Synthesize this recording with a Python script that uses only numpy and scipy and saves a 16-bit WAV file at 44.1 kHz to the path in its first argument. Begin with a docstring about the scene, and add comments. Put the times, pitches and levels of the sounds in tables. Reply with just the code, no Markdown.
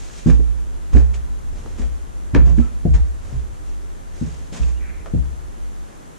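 """Heavy steps on a carpeted, hollow timber floor; the walker drops onto a boxed bench and shifts his legs.
Each blow knocks the boards and booms the floor, out of phase at the two microphones.
Soles and cloth scuff, joints tick and creak, a hand rasps along the velvet seat.
Hum, rumble and microphone hiss lie underneath. The room is small and soft; the loudest booms clip."""
import sys
import numpy as np
from scipy import signal
from scipy.fft import rfft, irfft
from scipy.io import wavfile
from scipy.ndimage import uniform_filter1d

SR = 44100
rng = np.random.default_rng(int(sys.argv[2]) if len(sys.argv) > 2 else 0)


def transcribe(u):
    """Save the signal u as a 16-bit wav file named by the first command-line argument.

    u: samples, shape (n,) or (channels, n), limited to [-1, 1]; the rate is SR.
    q: integer samples, one column per channel.
    """
    v = np.clip(np.atleast_2d(u).T, -1, 1)
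    q = np.round(v * 32767).astype(np.int16)
    wavfile.write(sys.argv[1], SR, q)


N = 272758
ANTIPHASE = np.array([[1], [-1]])


def undb(db):
    return 10 ** (np.asarray(db) / 20)


def unit_rms(x):
    return x / np.sqrt(np.mean(x ** 2))


def coloured(spectrum, tilt_db_per_oct=0.):
    """Unit-rms noise with a (frequency [Hz], density [dB]) spectrum, tilted about 2 kHz."""
    hz, db = np.transpose(spectrum)
    octave = np.log2(np.maximum(np.fft.rfftfreq(N, 1 / SR), 1))
    gain_db = np.interp(octave, np.log2(hz), db, left=-120, right=-120)
    gain_db += tilt_db_per_oct * (octave - np.log2(2000))
    return unit_rms(irfft(rfft(rng.standard_normal(N)) * undb(gain_db), N))


def wander(rate_hz):
    """Unit-rms ramps between random values."""
    hold = int(SR / rate_hz)
    steps = np.repeat(rng.standard_normal(N // hold + 1), hold)
    return unit_rms(uniform_filter1d(steps, hold)[:N])


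def decay(t, t60_s):
    return np.exp(-np.log(1000) * t / t60_s)


def ring(t, hz, t60_s, phase_rad=0.):
    return np.sin(2 * np.pi * hz * t + phase_rad) * decay(t, t60_s)


def stereo(mid, side, correlation):
    """Left and right from two unrelated signals."""
    return np.sqrt((1 + correlation) / 2) * mid + np.sqrt((1 - correlation) / 2) * side * ANTIPHASE


def add(out, start_s, sound):
    i = int(start_s * SR)
    out[:, i:i + sound.shape[1]] += sound[:, :N - i]


def hiss():
    """Microphone hiss, wavering slightly."""
    # in-phase and antiphase spectra: (frequency [Hz], density [dB])
    mid_spectrum = [(76, -26), (130, -3), (200, -5), (380, -7), (650, -15), (1000, -17), (1700, -19.5),
                    (2300, -24), (3300, -25), (5000, -29.5), (6600, -25), (8500, -29), (11000, -32.5),
                    (13000, -41.5), (15000, -45)]
    side_spectrum = [(53, -40), (90, -16), (160, -6), (300, -13.5), (430, -14), (870, -15.5), (1230, -20),
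                     (2000, -28), (3500, -39), (5000, -40), (6600, -32), (8500, -35.5), (11000, -39.5),
                     (13000, -48), (15000, -53)]
    mid = undb(-47 + 0.15 * wander(4.1)) * coloured(mid_spectrum)
    side = undb(-43.5 + 0.2 * wander(3.7)) * coloured(side_spectrum)
    return mid + side * ANTIPHASE


def hum(hz=47.6, width_hz=13):
    """Low tone in narrow-band noise, opposite at the two microphones."""
    # hum envelope: (time [s], level [dB])
    levels = [(0, -36), (.8, -28), (1.5, -29.5), (2.2, -30.5), (3, -29), (3.7, -30), (4.4, -37), (5, -33.5),
              (5.6, -30.5), (6.18, -42)]
    t, f = np.arange(N) / SR, np.fft.rfftfreq(N, 1 / SR)
    tone = np.sqrt(2) * np.sin(2 * np.pi * hz * t)
    band = irfft(rfft(rng.standard_normal(N)) / (1 + (2 * (f - hz) / width_hz) ** 2), N)
    return (tone + 0.9 * unit_rms(band)) * undb(np.interp(t, *np.transpose(levels))) * ANTIPHASE


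def rumble():
    """The floor rumbles under a moving weight; mono."""
    # rumble spectrum: (frequency [Hz], density [dB])
    spectrum = [(15, -34), (25, 11), (50, 1.5), (80, 0), (130, -13.5), (300, -22), (500, -40)]
    # rumble envelope: (time [s], level [dB])
    levels = [(0, -41), (.8, -39.5), (1.3, -37.5), (1.7, -31.5), (2.2, -40.5), (2.75, -35.5), (3.3, -34.5),
              (3.8, -41.5), (4.05, -39.5), (4.5, -45), (5, -37), (5.5, -40.5), (5.8, -49), (6.18, -51.5)]
    return coloured(spectrum) * undb(np.interp(np.arange(N) / SR, *np.transpose(levels)))


def scuffs(grain_db=1.5):
    """Fibres drag over fibres: grainy noise, dull for soles, bright for cloth."""
    # strokes: (start [s], length [s], level [dB], tilt [dB/oct])
    strokes = [(-.07, 0.38, -47.5, 5), (0.259, 0.067, -36.5, -4), (0.915, 0.098, -39, -3.5),
               (1.129, 0.039, -45.5, 1.5), (1.506, 0.31, -51.5, -0.5), (1.77, 0.075, -45, -1.5),
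               (2.339, 0.035, -26.5, -5), (2.446, 0.08, -42.5, -3.5), (2.555, .12, -48, -3),
               (2.932, 0.044, -40, -2.5), (3.187, 0.23, -52.5, 0), (3.65, 0.069, -57.5, 5),
               (4.092, 0.37, -50.5, 1.5), (4.514, .09, -40, 0.5), (4.604, 0.12, -50, 2),
               (5.055, 0.029, -44.5, -4.5), (5.85, 0.11, -55.5, -4)]
    # spectrum before tilt: (frequency [Hz], density [dB])
    spectrum = [(400, 10), (1000, 8), (2500, 6), (4500, -2), (6800, 1), (9000, -11.5), (12000, -30),
                (15000, -37)]
    rise, hold = 0.2, 0.52  # shares of the length
    out, t = np.zeros((2, N)), np.arange(N) / SR
    dull, bright = (stereo(coloured(spectrum, tilt), coloured(spectrum, tilt), 0.6) for tilt in (-5, 5))
    for start_s, length_s, db, tilt in strokes:
        progress = (t - start_s) / length_s
        attack = np.clip(progress / rise, 0, 1) ** 2
        release = np.exp(-3 * np.maximum(progress - rise - hold, 0))
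        brightness = np.clip(.5 + tilt / 10, 0, 1)
        noise = np.sqrt(1 - brightness) * dull + np.sqrt(brightness) * bright
        out += undb(db) * attack * release * noise
    return out * undb(grain_db * wander(150))


def ticks(t60_s=0.014, snap_db=-7.5):
    """Joints tick: a damped ring, its overtone and a dull snap."""
    # joint ticks: (time [s], level [dB], pitch [Hz])
    events = [(0.0994, -37, 1690), (0.267, -34, 1160), (0.2993, -27, 1770), (0.9518, -33, 1090),
              (0.97, -25.5, 1670), (1.1417, -32.5, 2330), (1.661, -33, 910), (1.819, -38, 1950),
              (2.3494, -13.5, 1740), (2.4752, -40, 1190), (2.585, -32, 1670), (2.942, -33, 2330),
              (4.634, -33.5, 2630), (5.0603, -29, 1330)]
    out, t = np.zeros((2, N)), np.arange(4000) / SR
    for start_s, db, hz in events:
        noise = stereo(*rng.standard_normal((2, len(t))), 0.2)
        snap = signal.lfilter(*signal.butter(4, 6000, fs=SR), noise) * np.exp(-t / 0.0011)
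        tone = ring(t, hz, t60_s) + 0.55 * ring(t, 1.326 * hz, t60_s)
        add(out, start_s, undb(db) * (tone + undb(snap_db) * snap))
    return out


def knocks(slope_db_per_oct=11.5, rise_s=0.0036):
    """A push and its rolling after-bumps drive the board modes."""
    # board modes: (frequency [Hz], level [dB], t60 [s])
    modes = [(112.1, -3, 0.16), (141.46, -24.5, 0.61), (166.6, -4.5, 0.11), (198.4, -3, 0.058),
             (240, -3, 0.083), (286.2, -7, 0.091), (302.4, -7, 0.057), (352.7, -5, 0.054),
             (452, -3.5, 0.049), (516, -8, 0.081), (597, -5.5, 0.056), (695, -8, 0.12), (751, -6, 0.044)]
    # blows: (time [s], left [dB], right [dB], centre [Hz], contact [s], roll [s])
    blows = [(.259, -6.5, 3.5, 195, 0.0025, 0.028), (0.278, -11.5, -5.5, 328, .0026, 0.0084),
             (.393, -21, -19.5, 403, .0024, 0.012), (0.929, -19, -12.5, 127, 0.0018, 0.017),
             (.949, -13, -9, 293, 0.0018, .008), (.963, -13.5, -13, 298, 0.0017, 0.011),
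             (1.653, -32.5, -24.5, 580, 0.0031, .0037), (1.785, -29.5, -16, 267, 0.0027, 0.038),
             (2.334, -16, -2, 150, 0.0034, 0.025), (2.35, -4.5, -3.5, 286, .0016, 0.0091),
             (2.468, -19.5, -13.5, 151, 0.001, 0.08), (2.579, -10, -3.5, 248, 0.0027, 0.017),
             (2.852, -6.5, 2.5, 151.6, 0.00071, 0.007), (2.942, -18.5, -15, 111, 0.0022, .02),
             (3.326, -22, -18, 119, 0.00079, 0.046), (4.2123, -14, -7.5, 166, 0.0019, 0.03),
             (4.523, -25.5, -23, 208, 0.0015, 0.082), (4.596, -24, -20, 129, 0.0026, 0.089),
             (5.058, -32, -33, 720, 0.00098, 0.0052), (5.136, -10, -3, 162.5, 0.0012, 0.035)]
    out, t = np.zeros((2, N)), np.arange(SR // 2) / SR
    hz, db, t60_s = np.transpose(modes)[:, :, None]
    for start_s, left_db, right_db, centre_hz, contact_s, roll_s in blows:
        # each spot of the floor drives the modes differently
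        scatter = rng.standard_normal((2, 2, len(modes), 1))
        spot_db = db - slope_db_per_oct * abs(np.log2(hz / centre_hz)) + 1.5 * scatter[:, 0]
        spot_hz = hz * (1 + 0.0361 * scatter[:, 1])
        boards = np.sum(undb(spot_db) * ring(t, spot_hz, t60_s), axis=1)
        boards *= 1 - np.exp(-t / rise_s)  # bending wave spreads
        bumps = (rng.random((2, 4000)) < .006) * rng.standard_normal((2, 4000))
        bumps *= .22 * np.exp(-t[:4000] / roll_s)
        bumps[:, 0] = 1  # main push
        pulse = np.hanning(int(contact_s * SR) + 3)[None]
        force = signal.fftconvolve(bumps, pulse, axes=1)
        knock = signal.fftconvolve(force, boards, axes=1)
        knock /= np.max(abs(knock), axis=1, keepdims=True)
        add(out, start_s, undb([[left_db], [right_db]]) * stereo(*knock, correlation=0.27))
    return out


def booms():
    """The hollow floor swells and rings; the microphones sit on opposite sides of its low waves."""
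    # floor booms: (time [s], left [dB], right [dB], pitch [Hz], rise [s], t60 [s], left lead [rad])
    events = [(0.26, -5, 1.5, 59.2, 0.039, 1.11, 2.75), (0.484, -44, -15, 58.6, 0.011, 0.6, 2.8),
              (.93, -2, 3.5, 62.7, .0094, 0.69, 4.12), (1.654, -27.5, -21.5, 63.4, 0.027, 0.4, 3.5),
              (1.787, -9, -14.5, 62.2, 0.019, 0.92, 2.93), (2.334, 0.5, 5, 60.73, 0.057, 0.89, 3.65),
              (2.467, -14, -5.5, 62.2, 0.051, 0.54, 1.8), (2.578, 2, 5, 62.7, 0.022, 0.19, 3.95),
              (2.854, 0.5, .5, 69.3, 0.049, 0.58, 2.03), (2.942, -3, -3, 58.85, 0.0077, 0.51, 2.1),
              (3.326, -7, 2.5, 62.3, 0.073, 0.3, 4.8), (4.2125, -19, -18, 66.9, 0.028, .68, 1.64),
              (4.596, -11, -6, 61.5, 0.017, 1, 2.7), (5.138, -6, -14, 64.8, 0.028, 0.67, 2.04)]
    out, t = np.zeros((2, N)), np.arange(SR) / SR
    for start_s, left_db, right_db, hz, rise_s, t60_s, lead_rad in events:
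        main = undb([[left_db], [right_db]]) * ring(t, hz, t60_s, np.array([[lead_rad], [0]]))
        lower_gain = undb([[left_db - 2], [left_db - 35]])
        lower = lower_gain * ring(t, .75 * hz, 0.51 * t60_s, np.array([[np.pi], [0]]))
        swell = 1 - np.exp(-(t / rise_s) ** 2)
        add(out, start_s, (main + lower) * swell)
    return out


def creaks(pitch_waver=0.013, rough_db=5):
    """A sticking joint sings briefly, wavering in pitch and level."""
    # seat creaks: (start [s], length [s], pitch [Hz], level [dB])
    events = [(2.606, .04, 1314, -42.5), (2.66, 0.031, 1297, -50), (4.738, 0.063, 2800, -51)]
    out = np.zeros((2, N))
    bend = 1 + pitch_waver * wander(90)
    roughness = undb(rough_db * wander(200))
    for start_s, length_s, hz, db in events:
        span = slice(int(start_s * SR), int((start_s + length_s) * SR))
        tone = np.sin(2 * np.pi * np.cumsum(hz * bend[span]) / SR)
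        out[:, span] += undb(db) * tone * roughness[span] * np.hanning(len(tone))
    return out


def rasp(start_s=4.785, end_s=5.05, ramp_s=0.036, sag_db_per_s=37):
    """Velvet pile flicks back under a palm that slows, then lifts: grainy, narrow hiss."""
    # rasp band: (frequency [Hz], density [dB])
    band = [(1100, -23), (1600, -13), (1850, -10), (2300, -7.5), (2650, -14), (3000, -38)]
    t = np.arange(N) / SR
    gate = np.clip(np.minimum(t - start_s, end_s - t) / ramp_s, 0, 1)
    db = -46.5 - sag_db_per_s * np.maximum(t - start_s, 0) + 1.8 * wander(84)
    return gate * undb(db) * stereo(coloured(band), coloured(band), 0.61)


def room(x, wet_db, t60_s=0.29, predelay_s=0.0038):
    """Direct sound plus a short diffuse tail that dulls as it fades."""
    t = np.arange(SR // 2) / SR
    noise = rng.standard_normal((2, len(t)))
    dull = signal.lfilter([.3], [1, -.7], noise)
    tail = dull * decay(t, t60_s) + 0.53 * noise * decay(t, 0.19 * t60_s)
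    tail *= np.clip(t / predelay_s - 1, 0, 1)
    tail /= np.sqrt(np.sum(tail ** 2, axis=1, keepdims=True))
    return x + undb(wet_db) * signal.fftconvolve(x, tail, axes=1)[:, :N]


def scene():
    friction = scuffs() + rasp()
    floor = booms() + room(knocks(), wet_db=-14)
    joints = room(ticks() + creaks(), wet_db=-10)
    return floor + joints + room(friction, wet_db=-6.5) + hum() + rumble() + hiss()


def record(dry):
    """Converter clipping at full scale, then a 15 kHz low-pass."""
    lowpass = signal.ellip(10, .2, 80, 15000, fs=SR, output="sos")
    return signal.sosfilt(lowpass, np.clip(dry, -1, 1))


dry = scene()
out = record(dry)
transcribe(out)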